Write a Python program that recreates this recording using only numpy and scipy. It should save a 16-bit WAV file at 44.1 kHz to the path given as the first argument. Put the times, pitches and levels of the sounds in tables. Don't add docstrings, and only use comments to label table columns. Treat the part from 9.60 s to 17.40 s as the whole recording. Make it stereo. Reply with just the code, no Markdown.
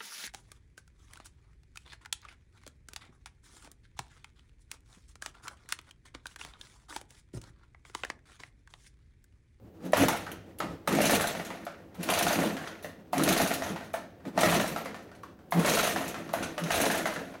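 import sys
import numpy as np
from scipy import signal
from scipy.fft import rfft, irfft, next_fast_len
from scipy.io import wavfile
from scipy.ndimage import uniform_filter1d, map_coordinates

SR = 44100
rng = np.random.default_rng(int(sys.argv[2]) if len(sys.argv) > 2 else 0)


def persist_wave(psi):
    counts = np.round(np.clip(psi, -1, 1) * 32767).astype(np.int16)
    wavfile.write(sys.argv[1], SR, np.atleast_2d(counts).T)


def boost_factor(decibels):
    exponent = np.asarray(decibels, float) / 20
    return 10 ** exponent


N = 343980
TIME = np.arange(N) / SR
COARSE = np.arange(0, N / SR + .002, .001)

# cord bites or runs back in s, full speed in s, let
# go or home in s, rasp at full speed in dB, run-down in dB per s.
PULLS = [
    (0.309, 0.388, 0.47, -33, 75),
    (1.29, 1.46, 1.517, -29, 45.5),
    (2.388, 2.52, 2.784, -33.5, 51),
    (3.52, 3.675, 3.84, -32, 47),
    (4.75, 4.86, 4.972, -32, 54),
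    (5.999, 6.08, 6.192, -30, 39),
    (7.037, 7.153, 7.28, -32, 45),
    (6.715, 6.769, 6.85, -44, 57),
]
# start in s, kick in dB, ring in Hz, puff in dB.
TURNS = [(0.333, -5.5, 604, -33), (0.483, -15, 897, -25.5), (1.403, -13, 590, -10.5),
         (1.495, -13.5, 700, -8.5), (1.597, -19, 620, -13), (1.75, -26, 680, -44), (1.902, -30.5, 530, -57),
         (2.488, -15, 640, -10.5), (2.575, -26, 680, -10), (2.666, -16.5, 684, -12.5),
         (2.788, -23, 730, -32), (2.967, -31.5, 673, -53), (3.676, -16.5, 620, -6.5),
         (3.764, -21, 670, -10), (3.861, -23.5, 620, -13.5), (4.021, -20.5, 693, -26.5),
         (4.16, -31.5, 620, -39), (4.776, -11.5, 665, -15.5), (4.885, -19, 570, -17.5),
         (4.997, -23, 600, -20.5), (5.161, -24, 675, -31.5), (5.344, -35.5, 690, -46),
         (6.047, -14.5, 597, -12), (6.137, -25, 600, -10.5), (6.229, -19.5, 680, -15),
         (6.36, -21, 727, -33), (7.105, -18, 680, -12), (7.201, -23, 630, -13), (7.3, -21, 705, -15.5),
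         (7.456, -18.5, 660, -25)]
# start in s, peak in dB, ring in Hz,
# bright share in dB.
BLOWS = [(.205, -49, 746, -10), (.665, -37, 960, 3), (1.002, -19, 1302, -8.5), (1.275, -20.5, 573, -4),
         (2.066, -24.5, 693, -12), (2.344, -52.5, 684, 6), (3.073, -50.5, 690, 15),
         (3.245, -25.5, 600, -12), (3.531, -14, 712, -14), (3.595, -26.5, 626, -3.5),
         (4.339, -16, 667, -16.5), (4.652, -38, 620, -7), (4.832, -13, 623, -9), (5.257, -28.5, 535, -8.5),
         (5.515, -41, 710, -9), (5.633, -32.5, 1135, -12.5), (5.922, -17.5, 679, -6.5),
         (5.999, -23, 446, -11.5), (6.543, -32, 670, -3.5), (6.691, -41, 580, 0), (6.736, -14, 664, -16),
         (6.825, -35, 480, 1.5), (6.979, -21, 600, -9.5), (7.561, -31.5, 500, -4), (4.103, -40, 634, -6),
         (4.605, -54, 699.1, -4), (5.79, -58, 704, -1), (7.74, -40.5, 600, -2.5), (.368, -26, 600, -1.5)]
# start in s, peak in dB, t60 in s, top share in dB.
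LEAKS = [(.251, -36, 0.11, -13), (0.322, -33, .02, -6), (.3706, -21.5, 0.063, -6),
         (0.4245, -18, 0.054, -14), (.484, -9.5, 0.027, -12), (0.7166, -25, 0.05, -10),
         (0.986, -32, 0.056, -4.5), (1.2748, -17.5, .09, -14), (1.3267, -16, 0.036, -15),
         (1.35, -14, 0.034, -25), (1.8494, -23.5, 0.11, -23), (2.051, -29.5, .042, -14),
         (2.3466, -40, 0.1, -14), (2.4305, -18.5, 0.065, -15), (3.073, -26.5, 0.11, -37),
         (3.226, -36.5, 0.23, -11), (3.527, -35.5, .18, -6), (3.5803, -10.5, 0.024, -19),
         (3.6358, -9.5, 0.049, -12.5), (4.334, -35, 0.19, -9.5), (4.808, -9, 0.061, -17.5),
         (5.55, -40.5, 0.083, -23), (5.631, -43, 0.084, -11), (5.9088, -40.5, 0.54, -3.5),
         (5.993, -19.5, 0.1, -18), (6.4795, -19.5, 0.088, -16), (6.733, -29, 0.12, -7),
         (6.827, -18.5, .11, -31), (6.98, -34, 0.15, -11), (7.0373, -19, 0.057, -21)]
# peak in s, length in s, slips per second in Hz, judder in dB, rumble in dB.
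JOLTS = [(0.268, 0.13, 180, -35, -38), (0.421, 0.091, 276, -21, -28.5), (1.06, 0.14, 180, -60, -36),
         (1.341, 0.12, 276.5, -29.5, -24.5), (1.542, 0.077, 200, -31, -28.5),
         (2.407, 0.067, 179, -32.5, -38.5), (2.81, 0.13, 270, -43, -27), (2.934, 0.087, 202.3, -35, -40),
         (3.61, .14, 276, -29, -26.5), (3.778, 0.092, 197, -60, -29), (4.122, 0.075, 207, -36, -32),
         (4.685, 0.1, 180.8, -37.5, -39), (4.87, 0.22, 196, -38, -29), (4.918, 0.12, 167.3, -29, -44),
         (5.985, 0.099, 170, -20.5, -26), (6.785, 0.11, 205, -66, -38), (7.046, 0.088, 170, -28.5, -34),
         (7.23, 0.056, 200, -60, -27.5), (7.584, 0.11, 200, -60, -35)]
# peak in s, level in dB.
THUMPS = [(.03, -50), (.4, -38), (.75, -48.5), (1.1, -46.5), (1.54, -42.5), (2.58, -46), (3.72, -50),
          (4.05, -45), (4.84, -41.5), (6.78, -49), (7.17, -43)]
# time in s, pitch in Hz, level in dB.
SQUEAL = [
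    (5.0, 13565, -62),
    (5.038, 13600, -50),
    (5.212, 13300, -46),
    (5.27, 13900, -82),
]
# centre in Hz, width in Hz, level in dB.
HOUSING = [(600, 29, -47), (684, 15, -14), (838, 87, -4), (1405, 48, -0.5), (1838, 42, -3), (2700, 83, -14),
           (3130, 62, -38), (4100, 540, -52)]
# centre in Hz, width in Hz, level in dB.
FRAME = [(170, 25.6, -1), (215, 22, -1), (269.5, 12.8, 0.5), (326.8, 13, 1.5), (483, 275, -10.5)]
# centre in Hz, width in Hz, level in dB.
SLAB = [(56.4, 18, 1), (100, 17, 10)]
# frequency in Hz, level in dB per Hz.
RASP = [(210, -24), (350, -11), (423, -3.5), (690, 1.5), (824, -12.5), (1700, -7.5), (1840, -5.5),
        (5000, -24.5), (6500, -25), (11000, -120)]
# frequency in Hz, level in dB per Hz.
AIR = [(1470, -15), (2500, -2.5), (3240, -6.5), (4110, -5.5), (5020, -12.5), (6270, -5.5), (7650, -12.5),
       (11200, -9), (14300, -17), (15600, -16.5)]
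# frequency in Hz, level in dB per Hz.
QUIET = [(15, -62), (25, -14), (234, -3), (360, -2.5), (524, -4), (600, -6.5), (668, -58), (724, -6),
         (1060, -39), (7340, -54), (15600, -30)]
# frequency in Hz, t60 in s.
ROOM = [(150, 1), (700, 0.38), (2000, 0.44), (5000, 0.46), (13000, 0.12)]
# frequency in Hz, left-right likeness from 0 to 1.
ALIKE = [(30, 0.64), (150, 0.97), (300, 0.92), (600, 0.74), (1200, 0.1), (4000, 0.012), (14000, 0.011)]
# frequency in Hz, left over right in dB.
LEAN = [(60, 2.5), (300, 3.5), (600, 1.3), (1400, 5), (4000, 1.5), (9000, 3.5), (14000, 2)]

FULL_DB = -32
BITE_RASP_DB, BITE_HISS_DB = -9.5, -11
HISS_DB, HISS_GROWS = -32, 1.53
RUMBLE_DB, RUMBLE_GROWS, RUMBLE_REST_DB = -35.5, 0.63, -55.5
THUMP_DB, THUMP_GROWS, THUMP_REST_DB = -55.5, 0.62, -60
THUMP_RISE_S, THUMP_FALL_S = 0.045, .12
KICK_BRIGHT_DB, KICK_SOFTENS = -9, 0.37
REBOUND_S, REBOUND_SHARE, REBOUND_DB = .02, .16, -16.5
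REBOUND_HZ, REBOUND_BRIGHT_DB = 686, -12
EXHAUST_S, INTAKE_S, INTAKE_SHARE, INTAKE_DB = 0.013, .015, .39, -1
PUFF_T60_S, PUFF_SLOWS, PUFF_LONGEST_S, PUFF_TOP_DB = 0.058, 0.3, 0.094, -17.5
JUDDER_EDGE_DB, JOLT_EDGE_DB, JOLT_TRAILS = -19, -15, 2.14


def turns():
    s, kick_db, hz, puff_db = np.transpose(TURNS)
    gap = np.diff(s, append=np.inf)
    return s, np.where(gap < .25, gap, .17), kick_db, hz, puff_db


def speed_db(bite_db):
    runs = []
    for s, full, go, db, sag in PULLS:
        wind_up = np.interp(COARSE, [s, s + .02, full, go], [-45, bite_db, 0, 0], -90)
        runs.append(db - FULL_DB + wind_up - sag * np.maximum(COARSE - go, 0))
    return powers(*runs)


def blows():
    s, span, db, hz, _ = turns()
    back = s + REBOUND_S + REBOUND_SHARE * span
    back_db = REBOUND_DB + np.minimum(np.interp(back, COARSE, speed_db(BITE_RASP_DB)), 0)
    kicks = np.transpose([s, db, hz, KICK_BRIGHT_DB - KICK_SOFTENS * (db + 19)])
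    rebounds = np.transpose([back, back_db, REBOUND_HZ + 0 * s, REBOUND_BRIGHT_DB + 0 * s])
    return [*kicks, *rebounds, *BLOWS]


def knocks():
    out, t = np.zeros((2, N + SR)), np.arange(SR // 8) / SR
    for s, db, hz, bright_db in blows():
        fade = boost_factor(-60 * t / 0.013) + 0.5 * boost_factor(-60 * t / 0.21)
        push = rng.standard_normal((2, len(t))) * fade * (1 - np.exp(-t / 0.00053))
        phase = rng.uniform(0, 2 * np.pi, (3, 2, 1))
        below = np.sin(2 * np.pi * .84 * hz * t + phase[1])
        above = np.sin(2 * np.pi * 1.22 * hz * t + phase[2])
        panel = np.sin(2 * np.pi * hz * t + phase[0]) + 0.32 * (below + above)
        panel *= (t / .004) * np.exp(1 - t / .004)
        struck = [(c * (1 + rng.normal(0, 0.064)), 4 * w, g + rng.normal(0, 2.4)) for c, w, g in HOUSING[2:]]
        body = lambda f: np.hypot(np.abs(modes(struck)(f)), 0.27 * (f > 400))
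        crack = filtered(push, lambda f: body(f) / (1 + 1j * f / 3500) ** 2)
        crack = crack / np.abs(crack).max()
        blow = boost_factor(db - 7) * panel + boost_factor(db + bright_db + 10.5) * crack
        out[:, round(s * SR):][:, :len(t)] += blow
    return out[:, :N]


def openings():
    s, span, _, _, db = turns()
    s = np.r_[s + EXHAUST_S, s + INTAKE_S + INTAKE_SHARE * span]
    db = np.r_[db, db + INTAKE_DB]
    t60 = np.minimum(PUFF_T60_S * boost_factor(-PUFF_SLOWS * (db + 8.5)), PUFF_LONGEST_S)
    top_db = PUFF_TOP_DB + 2 * rng.standard_normal(len(s))
    return [*np.transpose([s, db, t60, top_db]), *LEAKS]


def puffs():
    power, t = np.zeros((2, N + SR)), np.arange(SR // 4) / SR
    for s, db, t60, top_db in openings():
        rush = boost_factor(-120 * t / max(t60, .01)) * (1 - np.exp(-t / 0.015))
        tick = 0.27 * np.exp(-t / 0.0015)
        share_db = np.array([[0], [top_db + 18]])
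        power[:, round(s * SR):][:, :len(t)] += boost_factor(2 * db + 2 * share_db) * (rush + tick)
    air = patchy(noise(AIR), depth_db=3.5)
    top = filtered(air, lambda hz: 1 / (1 + (9500 / (hz + 1)) ** 8))
    main_level, top_level = np.sqrt(power[:, :N])
    return boost_factor(-7.5) * (main_level * (air - top) + top_level * top)


def labour_db():
    s = np.r_[turns()[0], np.inf]
    wait = s[np.searchsorted(s, COARSE)] - COARSE
    return -4.5 * np.exp(-wait / .016)


def cord_rasp(run_db, shake):
    level_db = np.interp(TIME, COARSE, FULL_DB + run_db + labour_db())
    grit = rng.standard_normal((2, N)) * boost_factor(1.5 * wobble(200))
    ticks = (rng.random(N) < 85 / SR) * rng.exponential(14, N)
    tick_fade = np.exp(-np.arange(SR // 100) / (.002 * SR))
    grit = grit * np.sqrt(1 + np.convolve(ticks, tick_fade)[:N] / 5)
    shell = filtered(grit, lambda hz: boost_factor(along(RASP, hz)) * np.hypot(.4, np.abs(modes(HOUSING)(hz))))
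    return boost_factor(level_db + 1.6 * shake) * patchy(shell, depth_db=1.8)


def fan_hiss(shake):
    level_db = np.interp(TIME, COARSE, HISS_DB + HISS_GROWS * speed_db(BITE_HISS_DB) + labour_db())
    return boost_factor(level_db + 1.06 * shake + 0.9 * wobble(90)) * patchy(noise(AIR), depth_db=2.5)


def jolts_db():
    levels = []
    for s, length, _, _, db in JOLTS:
        early = (np.maximum(s - COARSE, 0) / (length / 2)) ** 2
        late = np.maximum(COARSE - s, 0) / (length / 2 * JOLT_TRAILS)
        levels.append(db + JOLT_EDGE_DB * np.minimum(early + late, 10))
    return powers(*levels)


def frame_rumble(run_db):
    level_db = powers(RUMBLE_DB + RUMBLE_GROWS * run_db, jolts_db(), RUMBLE_REST_DB)
    frame = unit(filtered(rng.standard_normal((2, N)), modes(FRAME)))
    return boost_factor(np.interp(TIME, COARSE, level_db) - 1.0 + 2.41 * wobble(25)) * frame


def slab_thump(run_db):
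    rocks = [db - 10 * np.maximum((s - COARSE) / THUMP_RISE_S, (COARSE - s) / THUMP_FALL_S) for s, db in THUMPS]
    level_db = powers(THUMP_DB + THUMP_GROWS * run_db, THUMP_REST_DB, *rocks)
    band = lambda hz: 1 / (1 + (hz / 130) ** 4) / (1 + (45 / (hz + 1)) ** 4)
    slab = unit(filtered(rng.standard_normal((2, N)), lambda hz: modes(SLAB)(hz) * band(hz)))
    return boost_factor(np.interp(TIME, COARSE, level_db) - 1.2) * slab


def spin():
    run_db, shake = speed_db(BITE_RASP_DB), wobble(30)
    return cord_rasp(run_db, shake) + fan_hiss(shake) + frame_rumble(run_db) + slab_thump(run_db)


def judder():
    out = np.zeros(N)
    cycles = np.cumsum(1 + 0.026 * wobble(50)) / SR
    uneven = boost_factor(0.37 * wobble(80))
    for s, length, hz, db, _ in JOLTS:
        near = slice(round((s - length) * SR), round((s + length) * SR))
        phase = 2 * np.pi * hz * cycles[near]
        saw = np.sin(phase) + 0.089 * np.sin(2 * phase) + 0.04 * np.sin(3 * phase) + 0.022 * np.sin(4 * phase)
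        swell_db = JUDDER_EDGE_DB * ((TIME[near] - s) / (length / 2)) ** 2
        out[near] += boost_factor(db + swell_db) * saw
    return np.array([out * uneven, np.roll(out * uneven, 70)])


def squeal():
    s, hz, db = np.transpose(SQUEAL)
    pitch = np.interp(TIME, s, hz) + 90 * wobble(400)
    tone = np.sin(2 * np.pi * np.cumsum(pitch) / SR)
    breaking_db = 6 * np.array([wobble(70), wobble(70)])
    return boost_factor(np.interp(TIME, s, db, -120, -120) - 5 + breaking_db) * tone


def shop(x):
    out, step = np.zeros((2, N + 2 * SR)), SR // 4
    for start in range(0, N, step):
        hz, t, z = signal.stft(rng.standard_normal((2, SR * 3 // 5)), SR, nperseg=256)
        fade = boost_factor(-60 * t / along(ROOM, hz)[:, None])
        tail = signal.istft(z * fade, SR, nperseg=256)[1]
        wet = signal.fftconvolve(x[:, start:start + step], tail / np.linalg.norm(tail[0]), axes=1)
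        out[:, start + 250:][:, :wet.shape[1]] += wet
    return out[:, :N]


def quiet_place():
    return boost_factor(-58.5) * noise(QUIET)


def unit(x):
    return x / np.sqrt(np.mean(x ** 2) + 1e-20)


def along(points, hz):
    f, v = np.transpose(points)
    return np.interp(np.log(hz + 1), np.log(f + 1), v)


def powers(*levels_db):
    return 10 * np.log10(sum(boost_factor(2 * np.asarray(v)) for v in levels_db))


def filtered(x, response):
    m = next_fast_len(x.shape[-1] + 8192)
    spectrum = rfft(x, m) * response(np.fft.rfftfreq(m, 1 / SR))
    return irfft(spectrum, m)[..., :x.shape[-1]]


def modes(table):
    resonance = lambda f, c, w: 1j * f * w / (c * c - f * f + 1j * f * w)
    return lambda f: sum((-1) ** k * boost_factor(db) * resonance(f, c, w) for k, (c, w, db) in enumerate(table))


def wobble(rate):
    return map_coordinates(rng.standard_normal(int(N * rate / SR) + 4), [TIME * rate])


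def noise(spectrum):
    return unit(filtered(rng.standard_normal((2, N)), lambda hz: boost_factor(along(spectrum, hz))))


def patchy(x, depth_db):
    z = signal.stft(x, nperseg=256)[2]
    field = uniform_filter1d(rng.standard_normal(z.shape[1:]), size=5, axis=0)
    field = uniform_filter1d(field, size=8, axis=1)
    return unit(signal.istft(z * boost_factor(depth_db * unit(field)), nperseg=256)[1][:, :N])


def scene():
    hits, shake = knocks() + puffs(), judder()
    wet = boost_factor(-6.5) * shop(hits + .3 * shake)
    pair = hits + shake + wet + spin() + squeal() + quiet_place()
    turn = lambda hz: np.arccos(np.clip(along(ALIKE, hz), -1, 1)) / 2
    mid, side = filtered(pair, lambda hz: np.array([np.cos(turn(hz)), np.sin(turn(hz))]))
    ports = np.array([mid + side, mid - side])
    return filtered(ports, lambda hz: boost_factor(np.outer([.5, -.5], along(LEAN, hz))))


def top_cut(x):
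    return signal.sosfilt(signal.butter(12, 16970, fs=SR, output="sos"), x)


def record(dry):
    mix = filtered(dry, lambda hz: np.where(hz < 15850, 1, boost_factor(-65)))
    return top_cut(mix)


dry = scene()
out = record(dry)
persist_wave(out)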